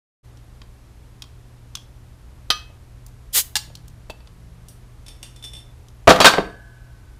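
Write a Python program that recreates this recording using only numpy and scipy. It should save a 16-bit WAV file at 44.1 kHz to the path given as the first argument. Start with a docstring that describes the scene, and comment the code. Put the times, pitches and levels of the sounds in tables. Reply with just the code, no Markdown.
"""A workshop hums. Close to the microphone, the steel jaws of a pair of pliers tap and knock on a
beer bottle, ringing metal and glass. They rock the crown cap until gas hisses out, slip on its rim
and lever it off. The cap drops and skitters over the concrete floor, with a clear echo from the room.
Last, the pliers are tossed onto the bench beside the microphone: their clatter overloads it and
leaves a loose metal part singing."""
import sys
import numpy as np
from scipy import signal
from scipy.fft import rfft, irfft, next_fast_len
from scipy.io import wavfile
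from scipy.ndimage import uniform_filter1d

SR = 44100
rng = np.random.default_rng(int(sys.argv[2]) if len(sys.argv) > 2 else 0)


def master_out(mix):
    """Clip the mix to full scale and print it as 16-bit PCM to the path in sys.argv[1]."""
    frames = np.transpose(np.atleast_2d(mix))
    ceiling = np.clip(frames, -1, 1)
    pcm = np.round(ceiling * 32767).astype(np.int16)
    wavfile.write(sys.argv[1], SR, pcm)


N = 317366
TIME = np.arange(N) / SR


def undb(db):
    """Decibels to gain."""
    return 10 ** (np.asarray(db) / 20)


def on_log_axis(points, hz):
    """Read a curve of (Hz, value) points at any frequency."""
    point_hz, value = np.transpose(points)
    return np.interp(np.log(np.maximum(hz, 1)), np.log(point_hz), value)


def noise(colour, size):
    """Noise of rms 1 with the given (Hz, dB) colour."""
    hz = np.linspace(0, SR / 2, size // 2 + 1)
    white = rfft(rng.standard_normal(size))
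    coloured = irfft(white * undb(on_log_axis(colour, hz)), size)
    return coloured / coloured.std()


def wander(rate_hz):
    """A smooth random drift with a spread near 1."""
    hold = int(SR / rate_hz)
    steps = np.repeat(rng.standard_normal(N // hold + 1), hold)[:N]
    return uniform_filter1d(steps, hold)


def ease(start_s, length_s):
    """A smooth rise from 0 to 1."""
    return np.sin(np.pi / 2 * np.clip((TIME - start_s) / length_s, 0, 1)) ** 2


def decay(t, t60_s):
    """An envelope that falls 60 dB in t60_s."""
    return np.exp(-np.log(1000) * t / t60_s)


def ring(modes, tilt_db, scatter_db):
    """Decaying modes; where the blow lands decides how strongly each one answers."""
    middle_hz = modes[len(modes) // 2][0]
    out = np.zeros(SR)
    for hz, db, t60_s in modes:
        t = TIME[:min(int(1.5 * t60_s * SR), SR)]
        gain = undb(db + tilt_db * np.log2(hz / middle_hz) + scatter_db * rng.standard_normal())
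        out[:len(t)] += gain * np.sin(2 * np.pi * (hz * t + rng.random())) * decay(t, t60_s)
    return out


def blows(events, modes, crack, crack_t60_s):
    """Each blow is a short crack plus a ring, with its own level, brightness and amount of ring."""
    out, t = np.zeros(N + 2 * SR), TIME[:2 ** 13]
    for start_s, db, tilt_db, ring_db in events:  # tilt_db: brightness per octave
        hit = undb(ring_db) * ring(modes, tilt_db / 2, scatter_db=2.5)
        colour = [(hz, level_db + tilt_db * np.log2(hz)) for hz, level_db in crack]
        hit[:len(t)] += noise(colour, len(t)) * decay(t, crack_t60_s)
        start = int(start_s * SR)
        out[start:start + len(hit)] += undb(db) * hit
    return out[:N]


def rebounds(events, gap_s, fall_db, dull_db=0, count=2):
    """Each blow strikes count times, every rebound weaker by fall_db and duller by dull_db per octave."""
    return [(start_s + k * gap_s, db + k * fall_db, tilt_db + k * dull_db, ring_db)
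            for start_s, db, tilt_db, ring_db in events for k in range(count)]


def workshop(air_db=-46, waver_db=2, drift_turns=.08):
    """Room tone: rumbling air, the wavering hum of motors and lamps, and a low drone that swells twice."""
    # colour of the air: frequency_hz, level_db
    air_colour = [(20, -11), (40, 0.5), (80, -1.5), (140, -14), (250, -17.5), (500, -24), (1000, -27.5),
                  (3000, -36), (8000, -41), (12500, -42), (13800, -54.5)]
    # mains hum: pitch_hz, level_db
    hum_tones = [(40, -55), (59.2, -51.5), (119.6, -49.5)]
    # drone swells: start_s, length_s, pitch_hz, level_db
    swells = [(3.5, 0.6, 159.5, -52.5), (4.196, 0.64, 170, -52.5)]
    air = noise(air_colour, next_fast_len(N))[:N] * undb(air_db)
    tones = np.zeros(N)
    for hz, db in hum_tones:
        gain = undb(db + waver_db * wander(4.6))
        tones += gain * np.sin(2 * np.pi * (hz * TIME + drift_turns * wander(17)))
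    for start_s, length_s, hz, db in swells:
        arch = np.sin(np.pi * np.clip((TIME - start_s) / length_s, 0, 1))
        tones += undb(db) * arch * np.sin(2 * np.pi * hz * TIME)
    return air + np.sqrt(2) * tones


def jaw_taps(hardest_ring_db=-22, ring_per_db=2):
    """The steel jaws feel for a grip; the hand damps the lighter touches more."""
    # light touches: start_s, level_db, tilt_db_per_octave
    taps = [(.372, -48.5, 2), (.617, -38, -5.5), (1.2214, -28, 0), (1.7527, -22, 2.5), (3.0642, -37.5, 13),
            (3.7532, -32.5, 5), (3.881, -41.5, 10), (4.273, -41.5, -4.5), (5.8843, -45.5, 5)]
    # ring of the jaws: pitch_hz, level_db, t60_s
    modes = [(1050, -12, .06), (2830, 1.5, 0.08), (3208, 0.5, 0.19), (3365, 0.5, .2), (3410, -1.5, 0.15),
             (3900, -8, .1), (5300, -5.5, .12), (5330, -12, .12), (6002, -18, 0.079), (6950, -12.5, .12)]
    # contact tick: frequency_hz, level_db
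    crack = [(200, -21), (600, -22), (1100, -3), (2000, -14.5), (3200, 1), (5500, -2.5), (7500, -9),
             (10000, -15), (15000, -24.5)]
    hardest_db = max(db for _, db, _ in taps)
    touches = [(start_s, db, tilt_db, hardest_ring_db + ring_per_db * (db - hardest_db))
               for start_s, db, tilt_db in taps]
    return blows(rebounds(touches, gap_s=.0185, fall_db=-14, dull_db=-4), modes, crack, crack_t60_s=.025)


def bottle_knock():
    """The jaws knock against the neck, rebound once and set the glass ringing."""
    # the knock: start_s, level_db, tilt_db_per_octave, ring_db
    knocks = [(2.503, -7.5, 0.5, -14)]
    # ring of the bottle: pitch_hz, level_db, t60_s
    modes = [(1229, 1, 0.23), (1712, -17, 0.32), (2298, -11, 0.157), (2568, -14, .41), (2950, -4.5, 0.12),
             (3125, 7, .06), (3236, -8.5, .19), (3740, -4.5, 0.076), (4183, -5, 0.19), (4644, -9.5, .1),
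             (4846, -5.5, 0.109), (5860, -11, 0.13), (5980, -7, 0.18), (8947, -25.5, 0.24)]
    # steel on glass: frequency_hz, level_db
    crack = [(150, -28.5), (450, -6.5), (700, -13.5), (1000, -8.5), (1750, -2.5), (2400, -10), (3200, -0.5),
             (5200, -1), (6100, -12.5), (6900, -20), (12000, -23.5), (15500, -31)]
    return blows(rebounds(knocks, gap_s=.021, fall_db=-21), modes, crack, crack_t60_s=.052)


def cap_release(pop_tilt_db=-1.5, tilt_per_db=.36, ring_db=-19):
    """The cap rocks on the neck and pops off at the last pull; weaker pulls sound duller."""
    # pulls on the cap: start_s, level_db
    pulls = [(2.701, -42.5), (3.675, -44), (3.702, -40.5), (4.0986, -28.5)]
    # the freed rim flicks off the glass: start_s, level_db, tilt_db_per_octave, ring_db
    flicks = [(4.102, -35, 3, 1.5), (4.205, -53.5, -1, -1)]
    # ring of the neck: pitch_hz, level_db, t60_s
    modes = [(610, -1, 0.036), (895, 2, 0.053), (2643, 0.5, 0.071), (3040, -12, 0.071), (3420, -2, 0.043),
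             (4580, 2, 0.027)]
    # colour of the pop: frequency_hz, level_db
    crack = [(150, -3), (400, -3), (600, 1.5), (900, -3), (1300, -16), (2200, -13), (3200, -2.5),
             (5000, -18.5), (8000, -20), (15000, -32)]
    pop_db = pulls[-1][1]
    clicks = [(start_s, db, pop_tilt_db + tilt_per_db * (db - pop_db), ring_db) for start_s, db in pulls]
    return blows(clicks + flicks, modes, crack, crack_t60_s=.044)


def gas_hiss(start_s=3.323, attack_s=.047, hold_s=.01, release_s=.054, level_db=-13, body_hz=2500):
    """Carbon dioxide jets from under the lifted rim: the gap opens, holds, and the pressure runs out."""
    # colour of the jet: frequency_hz, level_db
    jet_colour = [(120, -48), (200, -17.5), (1170, -11.5), (1280, -11), (2090, -6.5), (2330, -8),
                  (3180, -2.5), (5700, -3.5), (7090, -1), (13900, -2), (15500, -3)]
    flow = ease(start_s, attack_s) * (1 - ease(start_s + attack_s + hold_s, release_s))
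    jet = noise(jet_colour, N)
    body = signal.sosfiltfilt(signal.butter(2, body_hz, fs=SR, output="sos"), jet)
    hiss = flow * (jet - body) + flow ** 2 * body  # only a wide gap gives it body
    spit_db = .3 * wander(600)  # the wet liner flutters
    return hiss * undb(level_db + spit_db)


def rim_slips(tilt_db=2.1):
    """The jaws skid off the crimped rim in a quick run of metallic snaps."""
    # slips: start_s, level_db, ring_db
    slips = [(3.5552, -13, -15.5), (3.566, -13, -34), (3.590, -32, -35)]
    # ring of the rim: pitch_hz, level_db, t60_s
    modes = [(845, 2.5, 0.074), (1683, 9, 0.096), (2790, 5.5, 0.072), (3600, -14, 0.16),
             (4360, -11.5, 0.26), (5040, -8, .2), (6250, -6, 0.19), (7400, -10, 0.17), (8340, -14, .16),
             (8900, -10, 0.17)]
    # colour of the snap: frequency_hz, level_db
    crack = [(150, -3), (550, -31), (850, -3), (1200, -11), (2600, -7), (4500, 1), (8500, -11),
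             (11000, -14), (15500, -22)]
    skids = [(start_s, db, tilt_db, ring_db) for start_s, db, ring_db in slips]
    return blows(skids, modes, crack, crack_t60_s=.046)


def cap_on_floor(bounce_tilt_db=.5, settle_s=5.5341, settle_db=-42, settle_tilt_db=-1.5):
    """The thin steel cap drops from the jaws, tinkles over the concrete and rattles to rest."""
    # it scrapes out of the jaws: start_s, level_db, tilt_db_per_octave, ring_db
    drop = [(4.6845, -40, 7.5, -28)]
    # floor bounces: start_s, level_db, ring_db
    bounces = [(5.0637, -44.5, -9), (5.0822, -38.5, -2.5), (5.2288, -33.5, -11), (5.3615, -46.5, -4),
               (5.4259, -45, 2), (5.440, -38.5, 0), (5.448, -39.5, 0.5)]
    # tinkle of the cap: pitch_hz, level_db, t60_s
    modes = [(2120, -25.5, 0.13), (3520, 1, 0.114), (3592, -9.5, 0.19), (5432, -5.5, .11),
             (8550, -13.5, 0.1), (9460, -12, 0.11), (10800, -17, 0.091), (12400, -21, .1)]
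    # contact click: frequency_hz, level_db
    crack = [(400, 1.5), (1500, -9), (3300, 3), (4200, -4.5), (5400, 0), (7000, -5.5), (9000, -0.5),
             (12000, -10.5), (15000, -23)]
    hops = [(start_s, db, bounce_tilt_db, ring_db) for start_s, db, ring_db in bounces]
    landing = (settle_s, settle_db, settle_tilt_db, 3.5)  # ring up 3.5 dB
    rattle = rebounds([landing], gap_s=.017, fall_db=-3, count=5)
    return blows(drop + hops + rattle, modes, crack, crack_t60_s=.055)


def handle_thumps(ring_db=-15.5):
    """The pliers land and tumble on the bench, one handle following the other."""
    # landings: start_s, level_db, tilt_db_per_octave
    thumps = [(6.073, -9, 0), (6.0774, 6.5, -1.5), (6.104, 2, 2), (6.16, -19, 5), (6.19, -17, -1.5),
              (6.203, -7, 0.5), (6.245, -0.5, 2), (6.337, -13.5, 2), (6.373, -22, -1.5), (6.382, -8, -2.5),
              (6.403, -24.5, -1)]
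    # resonances of the bench: pitch_hz, level_db, t60_s
    modes = [(158.5, -5, 0.12), (191.4, -10.5, 0.23), (270.1, -6.5, 0.27), (315, -12, 0.3),
             (507.7, -1.5, 0.16), (658, 6.5, 0.063), (719, 2, 0.066), (1162, -1, .12), (1217, -8, .14)]
    # colour of the thud: frequency_hz, level_db
    crack = [(40, -22.5), (110, -18), (250, -4), (400, -1.5), (640, 4.5), (900, -3.5), (1200, -2.5),
             (2000, -11.5), (4000, -18), (8000, -37.5), (15000, -50.5)]
    landings = [(start_s, db, tilt_db, ring_db) for start_s, db, tilt_db in thumps]
    return blows(rebounds(landings, gap_s=.009, fall_db=-8.5, dull_db=-4), modes, crack, crack_t60_s=.065)


def head_clatter(tilt_db=.3):
    """The steel head crashes down and the jaws chatter after each hit."""
    # hits: start_s, level_db, ring_db
    clatter = [(6.091, -6.5, -24), (6.203, -8.5, -11.5), (6.215, -17.5, 0), (6.2451, -5.5, -18.5),
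               (6.254, 0, -18)]
    # ring of the head: pitch_hz, level_db, t60_s
    modes = [(1163, -5, 0.12), (1220, -1, .13), (2160, -11.5, .2), (2455, -2, 0.21), (2891, -18.5, .3),
             (3253, 3, .11), (3980, -10.5, .15), (4585, -8.5, 0.36), (6464, -14.5, 0.27),
             (8560, -29.5, .75)]
    # colour of the crash: frequency_hz, level_db
    crack = [(80, -19), (300, -3.5), (700, -0.5), (1300, 3), (2000, -5.5), (4000, -4.5), (6500, -12.5),
             (10000, -19.5), (15000, -29)]
    hits = [(start_s, db, tilt_db, ring_db) for start_s, db, ring_db in clatter]
    chatter = rebounds(hits, gap_s=.011, fall_db=-7, dull_db=-.45, count=3)
    return blows(chatter, modes, crack, crack_t60_s=.12)


def loose_part(start_s=6.264, level_db=-1):
    """Struck by the head, a loose metal part on the bench clangs and sings on in close modes."""
    # short clang and long shimmer: pitch_hz, level_db, t60_s
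    modes = [(1550, 0, .14), (3690, -1.5, .09), (680, -54, 2.6), (1507, -44.5, 2.6), (1530, -44, 2.3),
             (1560, -41.5, 1.4), (1650, -39, 1.2), (1690, -38, 1.4), (3063, -56, 1.2)]
    clang = ring(modes, tilt_db=0, scatter_db=0)
    return undb(level_db) * np.pad(clang, (int(start_s * SR), SR))[:N]


def room(send, predelay_s=.0061):
    """Diffuse reverb from the block walls: octave bands of noise, the treble dying first."""
    # decay of the room: frequency_hz, t60_s
    decay_times = [(100, 0.44), (500, 0.39), (2000, 0.39), (6000, 0.29), (14000, 0.34)]
    t = TIME[:SR]
    white = rfft(rng.standard_normal(SR))
    octave = np.log2(np.clip(np.arange(len(white)), 125, 16000))  # bins are 1 Hz apart
    tail = np.zeros(SR)
    for hz in 125 * 2 ** np.arange(8):
        band = irfft(white * np.maximum(1 - abs(octave - np.log2(hz)), 0), SR)
        tail += band * decay(t, on_log_axis(decay_times, hz))
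    tail *= np.clip(t / predelay_s - 1, 0, 1)
    return signal.fftconvolve(send, tail / np.linalg.norm(tail))[:N]


def scene():
    """Near sounds are almost dry; the cap on the floor gets the most reverb."""
    bottle = jaw_taps() + bottle_knock() + rim_slips() + cap_release()
    hiss, cap = gas_hiss(), cap_on_floor()
    bench = handle_thumps() + head_clatter() + loose_part()
    walls = room(undb(-15) * bottle + undb(-20) * hiss + undb(-2.5) * cap + undb(-13) * bench)
    return (bottle + hiss + undb(1.5) * cap + bench + walls + workshop())[None]


def record(dry, open_s=.23, fade_s=.02, top_hz=15300):
    """The microphone opens after a moment, clips at full scale and loses the top treble."""
    fade_in = np.clip((TIME - open_s) / fade_s, 0, 1)
    clipped = np.clip(dry * fade_in, -1, 1)
    return signal.sosfilt(signal.ellip(8, .2, 70, top_hz, fs=SR, output="sos"), clipped)


dry = scene()
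out = record(dry)
master_out(out)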